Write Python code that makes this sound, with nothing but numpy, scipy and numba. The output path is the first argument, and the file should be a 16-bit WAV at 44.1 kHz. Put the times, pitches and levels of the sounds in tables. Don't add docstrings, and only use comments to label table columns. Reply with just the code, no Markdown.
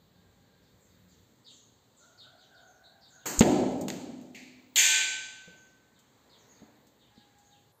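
import sys
import numpy as np
from scipy import signal
from scipy.fft import rfft, irfft, next_fast_len
from scipy.io import wavfile
from scipy.ndimage import uniform_filter1d
from numba import njit

SR = 44100
rng = np.random.default_rng(int(sys.argv[2]) if len(sys.argv) > 2 else 0)


def convert_level_to_amplitude(level_db):
    exponent = np.asarray(level_db, float) / 20
    return 10 ** exponent


def to_wav(sig):
    pcm = np.clip(np.atleast_2d(sig), -1, 1) * 32767
    pcm = np.round(pcm).astype(np.int16)
    wavfile.write(sys.argv[1], SR, pcm.T)


N = 343980

HITS = {"rustle": [(3.2568, -30.5, -28.5, 9970), (5.99, -51, -71, 8000), (6.869, -51, -71.5, 8470),
        (7.385, -55, -69, 6950)], "slap": [(3.2575, -33.5, -40, 1320), (3.2574, -39, -40, 249),
        (3.413, -16.5, -39, 1760), (3.8115, -30, -59, 8550), (4.3469, -48.5, -56, 9640),
        (4.759, -13.5, -24, 10040)], "crack": [(3.3925, -7.5, -38, 7580), (3.3945, -12.5, -41, 7620),
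        (3.397, -19, -50, 7010), (3.4222, -16, -47, 3823), (4.3469, -51, -53, 3800)],
        "ping": [(4.3468, -40.5, -49.5, 2320), (4.759, -17.5, -29, 3365)],
        "smack": [(3.4077, -10, -34, 3000), (3.883, -22, -42, 3780), (4.759, -32.5, -48.5, 500)],
        "knock": [(3.437, -25, -44.5, 3034), (3.902, -21.5, -56.5, 2986)]}
CONTACTS = {"rustle": (12, 1), "slap": (9.9, 0.77), "crack": (2.2, .5), "ping": (5.8, 0.29),
            "smack": (3.3, 2.1), "knock": (2.5, 1.2)}
# t/s, direct level/dB
TICKS = [(3.69, -43.5), (3.72, -42), (3.7829, -45), (3.838, -39), (3.94, -43.5), (4.063, -60.5),
         (4.113, -52), (4.18, -53), (4.2141, -42)]
TICK_MS, TICK_HZ, TICK_OCTAVES = 0.98, 9000, 1.5
TICK_HALL_DB = -22
# t/s, peak level/dB, f/Hz, T60/s, hall level/dB
THUDS = [(3.4085, -2, 227.3, 0.067, -21), (3.4079, -11, 467, 0.051, -23.5), (3.4087, -16, 388.7, .05, -40),
         (3.4088, -19, 844, 0.027, -45), (3.4091, -36, 89.8, .05, -36.5), (3.43, -28, 252.4, 2.3, -39),
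         (3.43, -26, 358, .9, -46), (5.476, -45.5, 176, 0.14, -64.5), (5.48, -49.5, 488, 0.053, -66.5),
         (6.619, -43, 219, 0.093, -67.5), (6.63, -41.5, 261.5, 0.04, -66), (6.62, -54, 620, 0.045, -65.5),
         (7.178, -45.5, 225, 0.059, -69)]
# t/s, pressure/1, half-width/ms
WAKE = [
    (3.3903, .11, 5),
    (3.4063, -.08, 3.5),
]

# f/Hz, level/dB, T60/s
BAR = [(883, -20, 0.92), (1531.8, -4, 1.374), (1800, -3.5, 0.7), (2140, -11.5, .6), (2349, -6, 0.64),
       (2432, -1, 0.8), (3010, -7.5, .6), (3364, -5, 0.92), (3600, -3, .75), (3893, -7, 0.89),
       (4300, -13.5, 0.4), (7200, -7, 0.37), (7400, -6.5, 0.83), (7575, -4.5, .6)]
BAR_S, BAR_DB, BAR_SWELL_S = 4.759, -18, 0.09
BEAT_DB = 1.5
# f/Hz, level/dB
FRAME = [(300, -41.5), (1300, -34), (1700, -17.5), (2500, -7.5), (4500, -14.5), (7000, -7.5), (10000, -12),
         (15500, -16.5)]
FRAME_DB, FRAME_WET_DB = -33.5, -52
FRAME_T60_S, FRAME_SWELL_S = 0.42, 0.12

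# f/Hz, T60/s
HALL = [(80, 1.5), (160, 1.6), (250, 1.82), (400, 1.44), (800, 1.45), (1500, 0.99), (4000, 0.98),
        (8000, 0.83), (12000, 0.5), (15000, .42)]
HALL_RISE_S = 0.0024

CHIRPS = {"cheep": [(.14, -68, 3390), (1.445, -46.5, 3310), (2.175, -46.5, 3330), (2.38, -54, 3215),
          (2.54, -56, 3490), (3.007, -51.5, 3600), (3.186, -58.5, 2900), (5.945, -64, 3000),
          (6.293, -54, 3400), (7.0, -60, 2890), (7.504, -59, 2870)], "chirp": [(.62, -65, 3700),
          (.88, -65, 3480), (1.08, -62, 3385), (1.99, -62, 3420), (5.65, -66, 4830), (6.53, -61.5, 3580),
          (7.148, -58, 3320)], "seep": [(.8, -65, 6270), (1.08, -64, 5720), (1.468, -62, 5720),
          (1.5, -55.5, 6220), (1.96, -58, 6060), (2.04, -63, 6040), (2.2, -74, 6400), (2.4, -66, 5530),
          (3.08, -60.5, 6050), (6.374, -60.5, 5470)], "pip": [(1.588, -57.5, 6430), (2.6, -64.5, 6600),
          (2.668, -59.5, 6330), (2.74, -68, 5420), (2.835, -51.5, 3950), (3.122, -55, 6470),
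          (5.562, -55.5, 6450), (6.486, -54.5, 6460), (7.437, -61.5, 6500)]}
CALL = {"cheep": (1.5, .1, 660), "chirp": (1.5, .12, 900), "seep": (1.3, .115, 900),
        "pip": (1.05, .075, 380)}
YARD_ECHO_T60_S = 0.4

# t/s, length/s, f/Hz, first partial level/dB, second partial level/dB
CROWS = [
    [(0.105, .65, 810, -80.5, -76)],
    [(1.99, .19, 719, -70, -58), (2.23, 0.17, 753, -68, -55.5), (2.48, .3, 754.7, -67, -57),
     (2.76, 0.268, 792, -71.5, -62), (3.09, 0.38, 775, -74, -59)],
    [(7.083, 0.55, 824.4, -72, -75.5)],
]
CROW_ROUGH = [0.014, 0.09, 0.018]
CROW_WAVER = [0.016, .06, 0.014]
# first partial/dB, second partial/dB
CROW_FADE_DB = [(-6.5, -4), (-2.5, -14), (0.5, -3.5)]
CROW_ATTACK_S, CROW_RELEASE_S = 0.04, 0.05
CROW_RATTLE_HZ = 100.3
CROW_SAG = 0.015

# f/Hz, width/Hz, level/dB
ENGINE_LINES = [(59, 10, -4), (97, 9.3, 3), (178.5, 8.9, 2)]
ENGINE_DB, ENGINE_LOPE_DB = -65, 1.5
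ENGINE_STOPS_S, ENGINE_FADE_S = 1.25, 0.028

# f/Hz, level per Hz/dB
YARD = [(30, -37), (60, -3.5), (120, 1), (400, -8.5), (900, -16.5), (1300, -15.5), (2500, -22.5),
        (4000, -19), (8000, -26), (15000, -21.5)]
YARD_DB, FLICKER_DB = -64, 1.4
GUST_S, GUST_DB, GUST_LENGTH_S, GUST_HZ = 6.49, 5.5, 0.35, 1508

# f/Hz, level/dB
MIC = [(20, -9), (90, -3), (900, 3), (1100, 0.5), (4700, 0), (4900, -6), (6000, -3.5), (6250, 1.5),
       (7600, 3.5), (7800, -1), (8550, -4.5), (8750, -17.5), (11500, -27.5), (11700, -6.5)]
# f/Hz, level/dB
END_COLOUR = [(60, -12), (1000, 4), (3000, -9), (8500, -5), (12000, 4.5), (13500, -5), (15000, -22)]
SWITCH_S, TOP_HZ = 7.722, 15550
HISS_DB = -88
LIMIT_DB, ATTACK_S, RELEASE_S, RATIO = -22, 0.017, 0.049, 2.2

SHORT = 2 ** 13
SIZE = next_fast_len(N + 3 * SR)
T = np.arange(N) / SR
HZ = np.maximum(np.arange(SIZE // 2 + 1) * SR / SIZE, 1)


def hits():
    near, far = np.zeros(N), np.zeros(N)
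    t = T[:SHORT] - SHORT / 2 / SR
    rows = [(*row, *CONTACTS[kind]) for kind in HITS for row in HITS[kind]]
    rows += [(s, db, db + TICK_HALL_DB, TICK_HZ, TICK_MS, TICK_OCTAVES) for s, db in TICKS]
    for s, direct_db, hall_db, hz, ms, octaves in rows:
        fade = (t >= 0) * np.exp(-np.abs(t) * 1000 / ms)
        puff = colour(fade * rng.standard_normal(SHORT), hz, octaves)
        add(near, s + t[0], convert_level_to_amplitude(direct_db) * puff / np.abs(puff).max())
        add(far, s + t[0], convert_level_to_amplitude(hall_db) * click(hz, octaves))
    return near, far


def thuds():
    near = sum(push * np.exp(-((s - T) * 1000 / ms) ** 2) for s, push, ms in WAKE)
    far = np.zeros(N)
    for s, peak_db, hz, t60, hall_db in THUDS:
        t = T[:int(t60 * SR)]
        add(near, s, convert_level_to_amplitude(peak_db - 60 * t / t60) * np.sin(2 * np.pi * hz * t))
        add(far, s + 1 / hz - SHORT / 2 / SR, convert_level_to_amplitude(hall_db) * click(hz, 0.53))
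    return near, far


def bar(count=1500):
    place = rng.random(count)
    scatter = rng.standard_normal((count, 2))
    hz = 300 + 15200 * place ** 1.4
    level_db = on_log(FRAME, hz) - 1.5 + 0.98 * scatter[:, 0]
    t60 = FRAME_T60_S * convert_level_to_amplitude(1.2 * scatter[:, 1]) / np.hypot(1, hz / 11000)
    frame = ring(np.transpose([hz, level_db, t60]), FRAME_SWELL_S, 0.51)
    beating = convert_level_to_amplitude(BAR_DB + BEAT_DB * walk(25.0))
    strong = beating * ring(BAR, BAR_SWELL_S, 0.91)
    return strong + convert_level_to_amplitude(FRAME_DB) * frame, convert_level_to_amplitude(FRAME_WET_DB) * frame + convert_level_to_amplitude(-50) * strong


def sparrows():
    song = np.zeros(N)
    burr = np.tanh(0.9 * walk(1200))
    calls = [(*row, *CALL[call]) for call in CHIRPS for row in CHIRPS[call]]
    for s, db, last_hz, fall, length, hoarse in calls:
        first_hz = fall * last_hz
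        u = np.arange(0, 1, 1 / (length * SR))
        glide = last_hz + (first_hz - last_hz) * (1 - u) ** 2.4
        pitch = glide + hoarse * burr[int(s * SR):][:len(u)]
        phase = 2 * np.pi * np.cumsum(pitch) / SR
        whistle = np.sin(phase) + 0.082 * np.sin(2 * phase)
        add(song, s, convert_level_to_amplitude(db) * np.sin(np.pi * u ** 0.51) * whistle)
    walls = rng.standard_normal(SR // 2) * convert_level_to_amplitude(-60 * T[:SR // 2] / YARD_ECHO_T60_S)
    smeared = shape(song, rfft(walls, SIZE))
    return convert_level_to_amplitude(-8.0) * song + convert_level_to_amplitude(-36.0) * smeared, convert_level_to_amplitude(-46.0) * song


def roosters():
    crow = np.zeros(N)
    for rows, rough, scatter, fades in zip(CROWS, CROW_ROUGH, CROW_WAVER, CROW_FADE_DB):
        waver = 1 + scatter * walk(300)
        rattle = 2 * np.pi * np.cumsum(CROW_RATTLE_HZ * (1 + 0.3 * walk(40))) / SR
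        flutter_db = 40 * rough * np.array([walk(30), walk(30)])
        for s, length, hz, first_db, second_db in rows:
            u = np.clip((T - s) / length, 0, 1)
            rise, fall = (T - s) / CROW_ATTACK_S, (s + length - T) / CROW_RELEASE_S
            breath = np.clip(np.minimum(rise, fall), 0, 1)
            phase = 2 * np.pi * np.cumsum(hz * (1 - CROW_SAG * u) * waver) / SR
            first = np.sin(phase) + 15.0 * rough * np.sin(phase - rattle)
            second = np.sin(2 * phase) + 1.7 * rough * np.sin(2 * phase - rattle)
            for partial, db, fade_db, flutter in zip((first, second), (first_db, second_db), fades, flutter_db):
                crow += breath * convert_level_to_amplitude(db + fade_db * u + flutter) * partial
    return convert_level_to_amplitude(-2) * crow, convert_level_to_amplitude(-36.0) * crow


def engine():
    gain = sum(convert_level_to_amplitude(db) / np.hypot(1, (HZ - hz) / width) ** 2 for hz, width, db in ENGINE_LINES)
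    drone = shape(rng.standard_normal(N), gain)
    lope = convert_level_to_amplitude(ENGINE_DB + ENGINE_LOPE_DB * walk(7.8))
    running = np.clip((ENGINE_STOPS_S - T) / ENGINE_FADE_S, 0, 1)
    return drone / drone.std() * lope * running


def yard():
    air = 0
    gust_db = GUST_DB * np.exp(-((T - GUST_S) / GUST_LENGTH_S) ** 2)
    for hz in 30 * 2 ** np.arange(10):
        band = shape(rng.standard_normal(N), bell(hz, 0.4) * convert_level_to_amplitude(on_log(YARD)))
        air = air + band * convert_level_to_amplitude(FLICKER_DB * walk(4.4) + gust_db * bell(GUST_HZ, 1.8, axis=hz))
    return air / air.std() * convert_level_to_amplitude(YARD_DB)


def hall():
    t, tail = T[:3 * SR], 0
    for hz in 50 * 2 ** np.arange(0, 8.6, 0.5):
        band = shape(rng.standard_normal(3 * SR), bell(hz, 1 / 4))[:3 * SR]
        tail = tail + band * convert_level_to_amplitude(-60 * t / on_log(HALL, hz))
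    return rfft(tail * (1 - np.exp(-t / HALL_RISE_S)), SIZE)


def ring(modes, swell_s, late):
    out = np.zeros(2 * SR)
    for hz, db, t60 in modes:
        t = T[:int(min(t60, 2) * SR)]
        out[:len(t)] += convert_level_to_amplitude(db - 60 * t / t60) * np.sin(2 * np.pi * (hz * t + rng.random()))
    swell = (1 - min(late, 1) * np.exp(-T[:2 * SR] / swell_s)) ** 2
    track = np.zeros(N)
    add(track, BAR_S, out * swell)
    return track


def click(hz, octaves):
    pulse = colour(1.0 * (np.arange(SHORT) == SHORT // 2), hz, octaves)
    return pulse / np.sqrt(np.sum(pulse ** 2))


def colour(x, hz, octaves):
    axis = np.maximum(np.arange(SHORT // 2 + 1) * SR / SHORT, 1)
    return irfft(rfft(x, SHORT) * bell(hz, octaves, axis=axis), SHORT)


def add(track, s, sound):
    start = int(s * SR)
    track[start:start + len(sound)] += sound[:N - start]


def shape(x, gain):
    return irfft(rfft(x, SIZE) * gain, SIZE)[:N]


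def on_log(table, hz=HZ):
    table_hz, values = np.array(table)[:, 0], np.array(table)[:, 1]
    return np.interp(np.log(hz), np.log(table_hz), values)


def bell(hz, octaves, axis=HZ):
    return np.exp(-0.5 * (np.log2(axis / hz) / octaves) ** 2)


def walk(rate):
    k = int(SR / rate)
    steps = np.repeat(rng.standard_normal(N // k + 1), k)
    return uniform_filter1d(uniform_filter1d(steps, k), k)[:N]


@njit
def follow(x, attack, release):
    env, e = np.empty(len(x)), 1e-6
    for i in range(len(x)):
        e += (abs(x[i]) - e) * (attack if abs(x[i]) > e else release)
        env[i] = e
    return env


def scene():
    parts = [hits(), thuds(), bar(), sparrows(), roosters()]
    direct = sum(near for near, far in parts)
    echo = shape(sum(far for near, far in parts), hall())
    return (direct + echo + engine() + yard())[None]


def band_limit(x):
    return signal.sosfilt(signal.butter(12, 16690, fs=SR, output="sos"), x)


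def record(dry):
    main_part = shape(dry[0], convert_level_to_amplitude(on_log(MIC)) * (HZ < TOP_HZ))
    end_part = shape(dry[0], convert_level_to_amplitude(on_log(END_COLOUR)) * (HZ < TOP_HZ))
    hiss = convert_level_to_amplitude(HISS_DB) * shape(rng.standard_normal(N), bell(10000, 0.2))
    heard = np.where(T < SWITCH_S, main_part, end_part) + hiss
    env = follow(heard, 1 / (ATTACK_S * SR), 1 / (RELEASE_S * SR))
    mix = heard * np.minimum(convert_level_to_amplitude(LIMIT_DB) / env, 1) ** (1 - 1 / RATIO)
    return band_limit(mix[None])


dry = scene()
out = record(dry)
to_wav(out)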